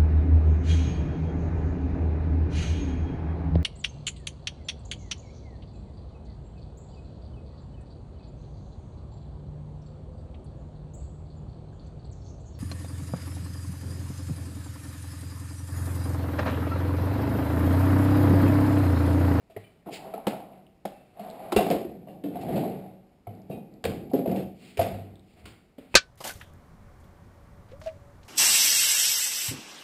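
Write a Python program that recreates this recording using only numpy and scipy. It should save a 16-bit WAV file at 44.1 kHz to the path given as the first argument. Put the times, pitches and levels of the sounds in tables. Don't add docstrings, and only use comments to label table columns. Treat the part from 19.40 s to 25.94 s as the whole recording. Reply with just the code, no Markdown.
import sys
import numpy as np
from scipy import signal
from scipy.fft import rfft, irfft, next_fast_len
from scipy.io import wavfile
from scipy.ndimage import uniform_filter1d

SR = 44100
rng = np.random.default_rng(int(sys.argv[2]) if len(sys.argv) > 2 else 0)


def output_pcm(signal):
    pcm = np.clip(np.atleast_2d(signal).T, -1, 1) * 32767
    wavfile.write(sys.argv[1], SR, np.round(pcm).astype(np.int16))


def field_ratio(decibels):
    return 10 ** (np.asarray(decibels, dtype=float) / 20)


N = 288546
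TIME = np.arange(N) / SR

# [f/Hz, level per Hz/dB]
HUSH = [(15, -36), (25, 1), (180, -3.5), (504, -8.5), (728, -8), (1070, -20), (1660, -29.5), (2400, -44),
        (3970, -40.5), (5110, -19.5), (6000, -37), (7800, -79), (13200, -120)]
HUSH_DB = -65.5
# [f/Hz, t60/s]
SHOP_DECAY = [(100, 0.2), (400, 0.55), (1000, 0.5), (3000, 0.44), (6000, 0.45)]
# [deep level/dB, tray level/dB, clatter level/dB, floor level/dB]
IDLE_DB = (-69.5, -86, -77.5, -72)
# [t/s, level/dB, rise over 60 dB/s, fall over 60 dB/s]
THUMPS = [(0.51, -61, .6, .3), (0.87, -67, .1, .3), (1.2, -60, 0.82, 1.8), (1.781, -67, 1.1, .2),
          (2.17, -22, 0.065, 0.058), (2.37, -36, .13, 0.056), (2.48, -52, 0.49, 0.84),
          (2.95, -49, .15, 1.1), (3.155, -30, .2, .12), (3.33, -47, 0.25, 0.93), (4.15, -39.5, .35, 0.18),
          (4.45, -35, .04, .3), (4.52, -33, .15, .15), (4.64, -46, 0.27, .5), (4.94, -38, .25, 0.74),
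          (5.39, -25, 0.04, 0.16), (5.54, -31, 0.14, 0.16), (5.6, -48.5, .1, .2), (5.70, -48, .2, 1.2),
          (6.03, -42.5, 0.1, .4), (6.1, -41, 0.33, 0.27), (6.17, -46, 0.27, 0.064), (6.54, -54, 0.77, .3)]

# [t/s, level/dB]
SMALL_PULL = [
    (0.46, -48),
    (0.49, -50),
    (0.56, -49),
    (0.66, -43),
    (0.79, -47),
    (0.85, -50),
    (0.87, -50),
]
SMALL_PUSH = [
    (1.72, -68),
    (1.79, -48.5),
    (1.83, -43.5),
    (1.97, -43),
    (2.04, -40.5),
    (2.11, -43),
    (2.15, -41),
]
WIDE_PULL = [
    (2.91, -51),
    (2.95, -39.5),
    (3.01, -39),
    (3.09, -34),
    (3.17, -28),
    (3.29, -35.5),
    (3.52, -50),
    (3.66, -62),
    (3.82, -74),
]
# [deep level/dB, tray level/dB, clatter level/dB]
SMALL_MIX = (-10, 0.1, -18.5)
WIDE_MIX = (-1, -2.5, -21)
# [t/s, deep level/dB, t60/s, tray level re deep/dB, clatter level re deep/dB]
SHAKES = [(0.163, -60, 1, -1, -2), (0.464, -43.5, 0.37, -15, -25), (0.875, -45, 0.85, 9, -7),
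          (1.11, -55, 0.78, 4, -12), (1.46, -62, 2.3, 1, -5), (2.17, -37, 1, 3.5, -21),
          (2.24, -45.5, 1, 6, -3), (2.296, -36, 0.42, 4, -3), (2.44, -45.5, 1.7, -11.5, -26),
          (2.69, -48.5, 0.75, 0.5, -32), (2.84, -39, 0.71, -14, -28), (3.868, -50, 2.1, -6.5, -21),
          (4.11, -39.5, 0.57, -3.5, -28), (4.30, -51.5, 0.93, -7, -24), (4.46, -33, 0.89, -8, -23.5),
          (4.62, -52, 2.3, -4.5, -31), (4.744, -32.5, 0.36, -18, -14.5), (4.875, -27.5, 0.53, -9.5, -22),
          (4.96, -28.5, 0.41, -3.5, -22.5), (5.2, -55.5, 1.9, -6, -10), (5.385, -36, 1.01, -6, -9.5),
          (5.70, -52.5, 0.37, -3.5, -28.5), (5.951, -62.5, 1.2, 2.5, -3), (6.03, -59.5, 0.93, -5, -1),
          (6.381, -65, 1.4, 0, 0.5)]
SHAKE_SWELL_S = 0.019
TRAY_SETTLES, CLATTER_SETTLES = 1.14, 1.36
# [t/s, level/dB]
RUNNERS = [
    [(0.462, -53), (0.518, -65), (0.64, -55), (0.824, -61), (0.908, -57), (1.22, -73), (1.3, -87)],
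    [(1.74, -72), (1.842, -56), (1.972, -61), (2.13, -54)],
]

# [f/Hz, level/dB, t60/s]
FRAME_MODES = [(134, -6.5, 0.27), (171.4, 0.5, 0.6), (190.8, 8.5, 0.97), (246, -6, 0.62),
               (305.6, 0.5, 0.48), (355, 3.5, 0.097), (378.7, -4.5, 0.32)]
# [f/Hz, level/dB, t60/s]
TRAY_MODES = [(490, -4.5, 0.025), (535, 1, 0.077), (557, -17, 0.075), (646.8, 5.5, 0.12),
              (669.4, -4.5, 0.16), (730.8, 7, 0.1), (786.3, 2, 0.097), (853, -0.5, 0.025)]
RUMBLE_EVENNESS = .5
# [f/Hz, level per Hz/dB]
BODY = [(53, -37.5), (90, -4.5), (135, -1), (235, 1.5), (275, -8.5), (380, -2.5), (435, -6), (711, 2),
        (909, -22.5), (1300, -8.5), (1690, -34.5), (2860, -120)]
# [f/Hz, level per Hz/dB]
CLATTER = [(590, -39), (1000, -7), (1140, -2.5), (1560, -9.5), (2440, -1.5), (2750, -8.5), (3320, -12),
           (4650, -11), (5570, -28), (6000, -36), (7800, -57), (13200, -120)]
# [f/Hz, level per Hz/dB]
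SCUFF_COLOUR = [(820, -56), (1400, -13), (1960, -11), (2140, -2), (2640, 0.5), (4160, -12), (4880, -1),
                (6000, -29), (7800, -63), (13200, -120)]
# [f/Hz, level per Hz/dB]
CRACK = [(650, -25), (1100, -2), (1240, -7), (2210, -3.5), (2750, 1), (3330, -8.5), (4650, -7.5),
         (6000, -22.5), (7800, -56.5), (13200, -120)]

# [t/s, level/dB, rise/s, fall/s]
SCUFFS = [
    (0.5437, -41.5, 0.022, 0.034),
    (5.27, -57, 0.082, 0.082),
    (5.42, -48, 0.021, 0.033),
    (4.7, -62, 0.0029, 0.019),
    (3.014, -52.5, 0.0059, 0.022),
    (5.92, -69.5, 0.074, 0.06),
    (6, -69, 0.021, 0.025),
    (6.53, -63.5, 0.025, .03),
]
# [t/s, peak level/dB, f/Hz]
TICKS = [(0.2404, -50, 2340), (0.4284, -62, 1910), (1.1344, -57, 2720), (1.267, -50.5, 2900),
         (1.8755, -58, 4600), (1.895, -48, 3020), (1.901, -39, 4070), (1.911, -46, 4000),
         (2.5945, -73, 3000), (2.6848, -54, 1920), (3.9514, -57, 4600), (3.9873, -62, 1990),
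         (4.0186, -54, 5000), (4.3395, -53, 4450), (5.7563, -48, 3550), (5.795, -51, 3730)]
# [t/s, peak level/dB, f/Hz]
SMALL_TAPS = [(0.525, -31, 431), (0.59, -36, 611), (0.614, -36, 767), (0.647, -37, 716), (0.669, -31, 676),
              (0.799, -34, 678), (0.93, -27, 748), (0.944, -26, 697), (1.003, -29, 759), (1.037, -36, 681),
              (1.115, -39, 684), (1.176, -44, 614), (1.771, -35, 651), (1.835, -33, 654),
              (1.875, -31.5, 635), (1.929, -38, 746), (1.969, -33, 751), (2.003, -30.5, 781),
              (2.049, -32, 694), (2.209, -15, 746), (2.219, -15, 315), (2.367, -23, 318), (2.409, -27, 406),
              (2.449, -23, 353), (2.562, -40, 358)]
# [t/s, peak level/dB, f/Hz]
WIDE_TAPS = [(2.841, -24.5, 301), (2.919, -35, 301), (2.969, -24, 686), (3.034, -27, 670),
             (3.101, -22, 482), (3.119, -23, 301), (3.136, -20, 361), (3.167, -19, 598), (3.179, -18, 640),
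             (3.194, -20.5, 328), (3.236, -20.5, 697), (3.249, -24, 708), (3.279, -26, 755),
             (3.314, -29, 452), (3.357, -31.5, 466), (3.462, -37.5, 643), (3.869, -37, 748),
             (3.909, -39, 475), (3.999, -41, 630), (4.129, -31, 352), (4.179, -35, 659), (4.657, -40, 355),
             (4.754, -17.5, 301), (4.899, -19, 485), (4.934, -28, 301), (4.954, -24, 708),
             (4.974, -23, 301), (4.994, -25, 484), (5.227, -51, 436), (5.333, -46, 307), (5.545, -30, 724),
             (5.586, -33, 686.2)]
# [t/s, f/Hz, level/dB, t60/s]
TOOL_RINGS = [(0.098, 1106, -79, .21), (0.164, 1920, -42.5, 0.03), (0.166, 2290, -49, 0.034),
              (0.243, 2360, -61, 0.2), (0.246, 3000, -62, 0.3), (0.739, 1310, -43.5, .045),
              (1.52, 2650, -70, 1.1), (2.123, 1040, -26, 0.03), (2.163, 1040, -26, 0.033),
              (2.165, 2750, -30, 0.077), (2.303, 715, -25.5, 0.095), (3.301, 562, -48, 1.42),
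              (4.113, 2650, -55, 0.12), (4.121, 2487, -58, 0.37), (4.125, 2729, -60, 0.25),
              (4.115, 3806, -63, 0.2), (4.11, 1150, -55, 0.05), (0.165, 2850, -60, .08),
              (0.17, 2073, -58, 0.18), (3.871, 2200, -55, 0.034), (3.871, 1300, -56, 0.037),
              (3.89, 3000, -67, .05), (2.122, 1350, -30, 0.028), (2.19, 2600, -45, .12),
              (2.305, 2400, -43, .05), (2.685, 2800, -64, .15), (2.164, 1500, -24, .012),
              (2.165, 3300, -26, .01), (.872, 1400, -38.5, .04)]
# [t/s, f/Hz, level/dB, t60/s]
PANEL_RINGS = [(0.163, 105, -41.5, 0.2), (0.464, 190, -43, 0.13), (.869, 213, -24.5, 0.088),
               (1.453, 374, -27.5, 0.032), (1.451, 198, -36, 0.11), (2.163, 45, -23, .1),
               (2.163, 516, -10, .014), (2.164, 780, -13, .014), (4.451, 500, -21, .035),
               (4.737, 560, -22, .045), (0.65, 390, -47, .3), (0.75, 210, -46, .2), (2.266, 732, -27, .035),
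               (5.393, 500, -24, .04), (5.53, 130, -36, .1), (2.12, 330, -27, .03), (1.8, 200, -42, .3),
               (.869, 330, -17, 0.015), (.87, 804, -21, 0.033), (2.165, 209, -21.5, .15),
               (2.84, 288, -35.5, 0.31), (3.871, 105, -39, .3), (4.438, 87.6, -39.5, 1),
               (4.444, 201, -32, 0.084), (4.736, 251, -16, 0.09), (4.875, 245, -20.5, 0.12),
               (4.749, 298, -19, 0.11), (4.81, 246, -26.5, 0.16), (6.382, 258, -39, 0.067),
               (.869, 265, -21, 0.05), (5.383, 98, -28, 0.23), (5.539, 97.6, -43, 1)]

# [t/s, peak level/dB, panel f/Hz, crack level re peak/dB, room level/dB]
SMALL_KNOCKS = [(0.098, -45.5, 636, -13.5, -12), (0.163, -24, 417, -31.5, -25), (0.466, -30, 338, -30, -9),
                (0.487, -31.5, 817, -26, -18), (0.737, -24, 690, -25, -19), (0.778, -26, 775, -42, -22),
                (0.868, -10.5, 339, -20.5, -22), (1.452, -21, 748, -22, -21.5),
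                (1.793, -30.5, 700, -23, -12.5), (2.12, -24, 810, -14, -28),
                (2.125, -12.5, 339, -24.5, -22.5), (2.162, -5, 376, -19.5, -16.5),
                (2.188, -12, 724, -45, -18), (2.263, -12, 218, -33, -22.5), (2.301, -8.5, 248, -27, -16),
                (2.311, -15.5, 664, -23.5, -22), (2.324, -12.5, 349, -39, -13),
                (2.343, -20, 552, -36, -17.5), (2.668, -42, 635, -24, 1)]
# [t/s, peak level/dB, panel f/Hz, crack level re peak/dB, room level/dB]
WIDE_KNOCKS = [(2.837, -24.5, 280, -27.5, -10.5), (2.955, -28, 720, -26.5, -16),
               (3.083, -27, 694, -26, -16), (3.158, -26, 260, -19, -9), (3.252, -25.5, 192, -34, -10.5),
               (3.869, -35.5, 725, -26, -18), (4.096, -22, 148.8, -37, -18),
               (4.109, -43, 675, -10.5, -10.5), (4.153, -29.5, 203, -42, -11.5),
               (4.44, -26, 652, -11.5, -14.5), (4.45, -19, 463, -19.5, -18), (4.714, -34, 740, -37, -20),
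               (4.733, -12.5, 255, -35, -14), (4.786, -18.5, 238, -35, -15),
               (4.857, -20.5, 540, -32, -22.5), (4.873, -14, 211, -35, -17.5),
               (4.913, -20.5, 550, -30, -15.5), (4.96, -34, 169, -11, -11), (5.371, -31, 420, -8, -16),
               (5.392, -14, 665, -23, -15), (5.411, -22.5, 696, -12.5, -17), (5.539, -53, 178, -31, -27),
               (6.055, -41.5, 308, -3.5, -14), (6.381, -32.5, 254.4, -22.5, -19)]
SMALL_THUD_S, WIDE_THUD_S, THUD_CYCLES = 0.026, 0.04, 2

HOLD_HZ = 12000


def rms_one(x):
    return x / np.sqrt(np.mean(x ** 2) + 1e-20)


def at_hz(points, hz):
    table_hz, values = np.transpose(points)
    return np.interp(np.log(hz), np.log(table_hz), values)


def filtered(x, order, hz, kind):
    return signal.sosfilt(signal.butter(order, hz, kind, fs=SR, output="sos"), x)


def ring(clicks, hz, t60):
    radius = field_ratio(-60 / (t60 * SR))
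    angle = 2 * np.pi * hz / SR
    return signal.lfilter([0, np.sin(angle)], [1, -2 * radius * np.cos(angle), radius ** 2], clicks + 1e-18)


def coloured(x, spectrum):
    bottom, top = spectrum[0][0], spectrum[-1][0]
    edges = bottom * 2 ** np.arange(0, np.log2(top / bottom), 1 / 3)
    out = 0
    for k, (low, high) in enumerate(zip(edges, edges[1:])):
        band = filtered(x + 1e-18, 2, [low, high], "band")
        out = out + field_ratio(at_hz(spectrum, np.sqrt(low * high))) * band * (-1) ** k
    return out


def grains(per_s, spread_db):
    strength_db = spread_db * np.minimum(rng.exponential(1, N), 4)
    size = field_ratio(strength_db) * rng.choice([-1, 1], N)
    return size * (rng.random(N) < per_s / SR)


def quiet_hush():
    return field_ratio(HUSH_DB) * rms_one(coloured(rng.standard_normal(N), HUSH))


def workshop(x, first_s):
    t = TIME[:SR]
    tail = 0
    for low in 45 * 2.0 ** np.arange(7):
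        band = filtered(rng.standard_normal(SR), 2, [low, 2 * low], "band")
        tail = tail + band * field_ratio(-60 * t / at_hz(SHOP_DECAY, 2.27 * low))
    tail = tail * (1 - np.exp(-(t / first_s) ** 2))
    return signal.fftconvolve(x, tail / np.sqrt(np.sum(tail ** 2)))[:N]


def motion():
    power = np.ones((4, N)) * field_ratio(IDLE_DB)[:, None] ** 2
    for rows, mix in [(SMALL_PULL, SMALL_MIX), (SMALL_PUSH, SMALL_MIX), (WIDE_PULL, WIDE_MIX)]:
        s, db = np.transpose(rows)
        speed_db = np.interp(TIME, s, db, left=-150, right=-150)
        power[:3] += field_ratio(speed_db + np.array(mix)[:, None]) ** 2
    settles = np.array([[1], [TRAY_SETTLES], [CLATTER_SETTLES]])
    for s, db, t60, tray_db, clatter_db in SHAKES:
        t = TIME[:N - round(s * SR)]
        swell = 1 - np.exp(-t / SHAKE_SWELL_S)
        shape = swell * field_ratio(db + 2 - 60 * t / t60 * settles)
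        power[:3, -len(t):] += (field_ratio([[0], [tray_db], [clatter_db]]) * shape) ** 2
    for s, db, rise, fall in THUMPS:
        slope_s = np.where(TIME < s, rise, fall)
        power[3] += field_ratio(db - 60 * np.abs(TIME - s) / slope_s) ** 2
    return 10 * np.log10(power)


def panel(contacts, modes, low_hz, high_hz, broad_db):
    dealt = rng.integers(0, len(modes), N)
    rings = 0
    for k, (hz, db, t60) in enumerate(modes):
        rings = rings + field_ratio(db) * rms_one(ring(contacts * (dealt == k), hz, t60))
    broad = field_ratio(broad_db) * rms_one(coloured(contacts, BODY))
    rumble = rms_one(filtered(rms_one(rings) + broad, 3, [low_hz, high_hz], "band"))
    swell = uniform_filter1d(uniform_filter1d(rumble ** 2, size=500), size=500) + .02
    return rms_one(rumble / swell ** (RUMBLE_EVENNESS / 2))


def rolling(deep_db, tray_db, clatter_db, thud_db):
    contacts = grains(per_s=2500, spread_db=2.2)
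    deep = panel(contacts, FRAME_MODES, low_hz=105, high_hz=413, broad_db=4.5)
    tray = panel(contacts, TRAY_MODES, low_hz=406, high_hz=926, broad_db=-8.0)
    fine = grains(per_s=7700, spread_db=1.5)
    clatter = rms_one(coloured(contacts * field_ratio(-10.5) + fine, CLATTER))
    thud = rms_one(filtered(rng.standard_normal(N), 3, [55, 115], "band"))
    floor = filtered(field_ratio(thud_db - 6.0) * thud, 2, 45, "high")
    return field_ratio(deep_db + 2.5) * deep + field_ratio(tray_db - 1.5) * tray + field_ratio(clatter_db + 1.0) * clatter + floor


def runners():
    whirr = rms_one(ring(grains(per_s=7000, spread_db=1.0), 930, 0.0045))
    out = 0
    for rows in RUNNERS:
        s, db = np.transpose(rows)
        out = out + field_ratio(np.interp(TIME, s, db, left=-120, right=-120) + 2.5) * whirr
    return out


def scuffs():
    drag = np.zeros(N)
    for s, db, rise, fall in SCUFFS:
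        drag += field_ratio(db) * np.exp(-((TIME - s) / np.where(TIME < s, rise, fall)) ** 2)
    return drag * rms_one(coloured(rng.standard_normal(N), SCUFF_COLOUR))


def ringing_steel():
    strikes = TOOL_RINGS + PANEL_RINGS
    for s, db, hz in TICKS:
        click = (s, 0.56 * hz, db, 2.5 / hz)
        strikes = strikes + [(s, hz, db, 21.5 / hz), click]
    for s, db, hz in SMALL_TAPS + WIDE_TAPS:
        clinks = [(s, hz * ratio, db - 30, .012) for ratio in (3.3, 5.6)]
        strikes = strikes + [(s, hz, db - 6, 20 / hz)] + clinks
    out = np.zeros(N)
    for s, hz, db, t60 in strikes:
        start = round(s * SR)
        t = TIME[:min(round(t60 * SR), N - start)]
        twin = 0.94 * np.sin(2 * np.pi * 1.012 * hz * t) * field_ratio(-40 * t / t60)
        pair = np.sin(2 * np.pi * hz * t) + twin
        hit = field_ratio(db - 60 * t / t60) * (1 - np.exp(-1.8 * hz * t)) * pair
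        no_push = signal.butter(2, hz / 3, "high", fs=SR)
        out[start:start + len(t)] += signal.lfilter(*no_push, hit)
    return out


def knocks():
    dry, send = np.zeros((2, N + SR))
    t = TIME[:SR // 4]
    rows = [(*row, SMALL_THUD_S) for row in SMALL_KNOCKS] + [(*row, WIDE_THUD_S) for row in WIDE_KNOCKS]
    white = rng.standard_normal((2, len(rows), len(t)))
    unevenness = uniform_filter1d(white[0], size=40) * np.sqrt(40)
    rattle = white[1] * field_ratio(3.5 * unevenness)
    low = rms_one(filtered(coloured(white[0], BODY), 4, 930, "low"))
    high = rms_one(coloured(rattle, CRACK))
    for k, (s, db, hz, crack_db, room_db, base_s) in enumerate(rows):
        length = base_s + THUD_CYCLES / hz
        swell = (1 - np.exp(-t * hz * 0.81)) * field_ratio(-60 * t / length)
        note = swell * np.sin(2 * np.pi * hz * t)
        around = rms_one(filtered(low[k], 2, [hz / 3.07, hz * 2.31], "band"))
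        shudder = field_ratio(-5.5) * around * (1 - np.exp(-t / 0.00086)) * field_ratio(-60 * t / (1.69 * length))
        rise = .0003 * field_ratio(-.9 * (db + crack_db + 35))
        fall = np.exp(-t / 0.0051) + field_ratio(-8) * np.exp(-t / 0.031)
        crack = field_ratio(crack_db - 2) * high[k] * (1 - np.exp(-t / rise)) * fall
        hit = field_ratio(db + 3.5) * (note + shudder + crack)
        at = slice(round(s * SR), round(s * SR) + len(t))
        dry[at] += hit
        send[at] += field_ratio(room_db) * hit
    return filtered([dry[:N], send[:N]], 2, 110, "high")


def scene():
    hush = quiet_hush()
    moving = rolling(*motion()) + runners()
    small = scuffs() + ringing_steel()
    direct, send = knocks()
    room = workshop(field_ratio(7.0) * send + field_ratio(-12.0) * small, first_s=0.0029)
    return (direct + small + room + moving + hush)[None]


def low_pass(x):
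    return signal.sosfilt(signal.butter(12, 16500, fs=SR, output="sos"), x)


def record(dry):
    x = filtered(dry, 8, 5600, "low")
    x = .6 * np.tanh(x / .6)
    sampled = x * (1 + 2 * np.cos(2 * np.pi * HOLD_HZ * TIME))
    size = next_fast_len(N)
    hz = np.arange(size // 2 + 1) * SR / size
    held = irfft(rfft(sampled, size) * np.sinc(hz / HOLD_HZ), size)[:, :N]
    held = signal.sosfilt(signal.cheby2(10, 40, 16200, fs=SR, output="sos"), held)
    return low_pass(held)


dry = scene()
out = record(dry)
output_pcm(out)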